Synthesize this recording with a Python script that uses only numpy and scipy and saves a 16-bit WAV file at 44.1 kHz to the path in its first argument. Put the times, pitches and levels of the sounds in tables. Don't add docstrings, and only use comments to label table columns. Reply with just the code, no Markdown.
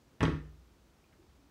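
import sys
import numpy as np
from scipy import signal
from scipy.fft import rfft, irfft
from scipy.io import wavfile

SR = 44100
rng = np.random.default_rng(int(sys.argv[2]) if len(sys.argv) > 2 else 0)


def master(y):
    cut = np.clip(np.atleast_2d(y).T, -1, 1)
    pcm = np.round(cut * 32767)
    wavfile.write(sys.argv[1], SR, pcm.astype(np.int16))


N = 66150


def undb(db):
    return 10 ** (np.asarray(db) / 20)


def clock():
    return np.arange(N) / SR


def place(x, start_s):
    return np.concatenate([np.zeros(int(start_s * SR)), x])[:N]


def convolve(x, response):
    return signal.fftconvolve(x, response)[:N]


def spectrum_gain(points):
    hz, db = np.array(points, float).T
    bin_hz = np.arange(N // 2 + 1) * SR / N
    return undb(np.interp(np.log(bin_hz + 1e-9), np.log(hz), db))


def ring(modes):
    t = clock()
    return sum(undb(db) * np.sin(2 * np.pi * hz * t) * undb(-60 * t / t60_s) for hz, db, t60_s in modes)


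def shaped_burst(envelope, points):
    cepstrum = irfft(np.log(spectrum_gain(points)), N)
    response = irfft(np.exp(rfft(2 * cepstrum[:N // 2], N)), N)
    response /= np.sqrt(np.sum(response ** 2))
    return convolve(envelope * rng.standard_normal(N), response)


def resonant_burst(envelope, centre_hz, width_hz):
    t = clock()
    response = t ** 2 * np.exp(-np.pi * width_hz * t) * np.sin(2 * np.pi * centre_hz * t)
    burst = convolve(envelope * rng.standard_normal(N), np.diff(response))
    return burst * np.sqrt(np.sum(envelope ** 2) / np.sum(burst ** 2))


# freq_hz, relative_db
ROOM_NOISE_SPECTRUM = [(20, -9), (35, -2.5), (60, 0), (95, -6.5), (170, -9), (340, -10), (500, -16.5),
                       (1270, -21), (1800, -25.5), (6200, -30.5), (10500, -38.5), (15500, -38.5)]


def room_noise(rms_db=-64.5):
    noise = irfft(rfft(rng.standard_normal(N)) * spectrum_gain(ROOM_NOISE_SPECTRUM), N)
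    return undb(rms_db) * noise / np.sqrt(np.mean(noise ** 2))


# freq_hz, t60_s
GARAGE_DECAY = [(250, 0.45), (1000, 0.36), (3000, .38), (6000, 0.39), (12000, 0.35)]


def garage_echo(sound, low_hz=263, delay_s=0.001927, build_s=0.00067):
    t = clock()
    noise_spectrum = rfft(rng.standard_normal(N))
    bin_octave = np.log2(np.arange(1, N // 2 + 2) * SR / N / low_hz)
    hz, t60_s = np.array(GARAGE_DECAY).T
    tail = 0
    for octave in range(8):
        band = irfft(noise_spectrum * np.maximum(1 - abs(bin_octave - octave), 0), N)
        band_t60_s = np.interp(octave, np.log2(hz / low_hz), t60_s)
        tail += band * undb(-60 * t / band_t60_s)
    tail = place(tail * (1 - np.exp(-t / build_s)), delay_s)
    return convolve(sound, tail / np.sqrt(np.sum(tail ** 2)))


# start_s, level_db, centre_hz, width_hz
LIFT_KNOCKS = [(1.122, -70, 1550, 1810), (1.176, -61.5, 345, 87.5), (1.204, -65, 346, 88),
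               (1.267, -59, 64, 60), (1.325, -59.5, 60.7, 49), (1.373, -64.5, 275, 60.5),
               (1.431, -63.5, 290, 90)]


def lift_knocks(decay_s=0.019):
    age = clock() / decay_s
    envelope = 2 * (np.exp(-age) - np.exp(-5 * age))
    return sum(undb(level_db) * place(resonant_burst(envelope, centre_hz, width_hz), start_s)
               for start_s, level_db, centre_hz, width_hz in LIFT_KNOCKS)


def settling_bump(start_s=0.344, pitch_hz=64.9, level_db=-28.5, t60_s=0.068):
    return place(ring([(pitch_hz, level_db, t60_s)]), start_s)


# start_s, level_db, centre_hz, width_hz
STEEL_CLINKS = [(0.2286, -37.5, 6300, 4540), (0.23, -41.5, 5250, 5000), (0.2351, -32, 5800, 2000),
                (0.2535, -27, 3370, 1300), (1.041, -56, 2420, 600)]


def steel_clinks(decay_s=0.00046):
    envelope = np.exp(-clock() / decay_s)
    return sum(undb(level_db) * place(resonant_burst(envelope, centre_hz, width_hz), start_s)
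               for start_s, level_db, centre_hz, width_hz in STEEL_CLINKS)


# freq_hz, relative_db, t60_s
PLATE_MODES = [(643, -4, 0.23), (866, 5, 0.092), (974.5, -2, 0.23), (1092.5, 2.5, 0.12), (1108, 0, 0.28),
               (1252, -3, 0.12), (1395, -10.5, 0.37), (1546, -15, 0.2), (1742, -7, 0.15),
               (1803, -3.5, 0.45), (2046, -8.5, 0.13), (2170, -7, .24)]


def plate_ring(gain_db=-43):
    return undb(gain_db) * ring(PLATE_MODES)


# freq_hz, relative_db
CLACK_SPECTRUM = [(100, -13.5), (400, 8), (700, -8), (1100, 0), (1900, -1), (2600, -10), (4000, -19.5),
                  (6500, -34.5), (7800, -41), (9300, -33), (11000, -48), (15000, -53)]


def plate_clack(gain_db=-26.5, crack_decay_s=0.0016, rattle_db=-10, rattle_decay_s=0.019):
    t = clock()
    envelope = np.exp(-t / crack_decay_s) + undb(rattle_db) * np.exp(-t / rattle_decay_s)
    return undb(gain_db) * shaped_burst(envelope, CLACK_SPECTRUM)


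# freq_hz, relative_db, t60_s
BOOM_MODES = [(59.6, -19, 1.0), (82.5, -12.5, 1.0), (93, -15, 0.15), (151.57, -6, 0.49),
              (160.7, -1.5, 0.18), (204.2, -6.5, 0.25), (248, -9, 0.21), (267.4, -1.5, 0.13),
              (308.15, -3.5, .26), (338, -9.5, 0.22), (417, -6.5, 0.14), (430, -6.5, 0.034),
              (469.8, -13.5, 0.21)]


def floor_boom(force, gain_db=-23):
    return undb(gain_db) * convolve(force, ring(BOOM_MODES))


# start_s, thud_db, contact_ms, clack_db
FLOOR_BLOWS = [(0.2050, -16, 1.06, -23), (0.2071, -16.5, 1.3, 0), (0.2109, -24, 1.3, -9),
               (0.2186, -1.5, 4.5, -14), (0.2307, -1, 0.67, 2), (0.2377, -5.5, 1.13, -3),
               (0.2480, -1, 1.94, -11.5), (0.2806, -4.5, 1.33, -11), (0.3323, -6, 6.5, -21)]


def touchdown():
    t_ms = 1000 * clock()
    struck_plate = plate_ring()
    force, clacks, ringing = np.zeros((3, N))
    for start_s, thud_db, contact_ms, clack_db in FLOOR_BLOWS:
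        push = np.sin(np.pi * np.minimum(t_ms / contact_ms, 1))
        force += undb(thud_db) * place(push / push.sum(), start_s)
        clacks += undb(clack_db) * place(plate_clack(), start_s)
        ringing += undb(clack_db) * place(struck_plate, start_s)
    return floor_boom(force), clacks, ringing


def scene():
    boom, clacks, ringing = touchdown()
    clinks = steel_clinks()
    to_walls = undb(-10.5) * boom + undb(-0.5) * clacks + undb(-11) * ringing + undb(-7) * clinks
    direct = boom + clacks + ringing + clinks + settling_bump()
    return (direct + garage_echo(to_walls) + lift_knocks() + room_noise())[None]


def record(dry, low_hz=40, top_hz=15700):
    highpass = signal.butter(4, low_hz, "highpass", fs=SR, output="sos")
    lowpass = signal.ellip(10, 0.2, 70, top_hz, fs=SR, output="sos")
    return signal.sosfilt(lowpass, signal.sosfilt(highpass, dry))


dry = scene()
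out = record(dry)
master(out)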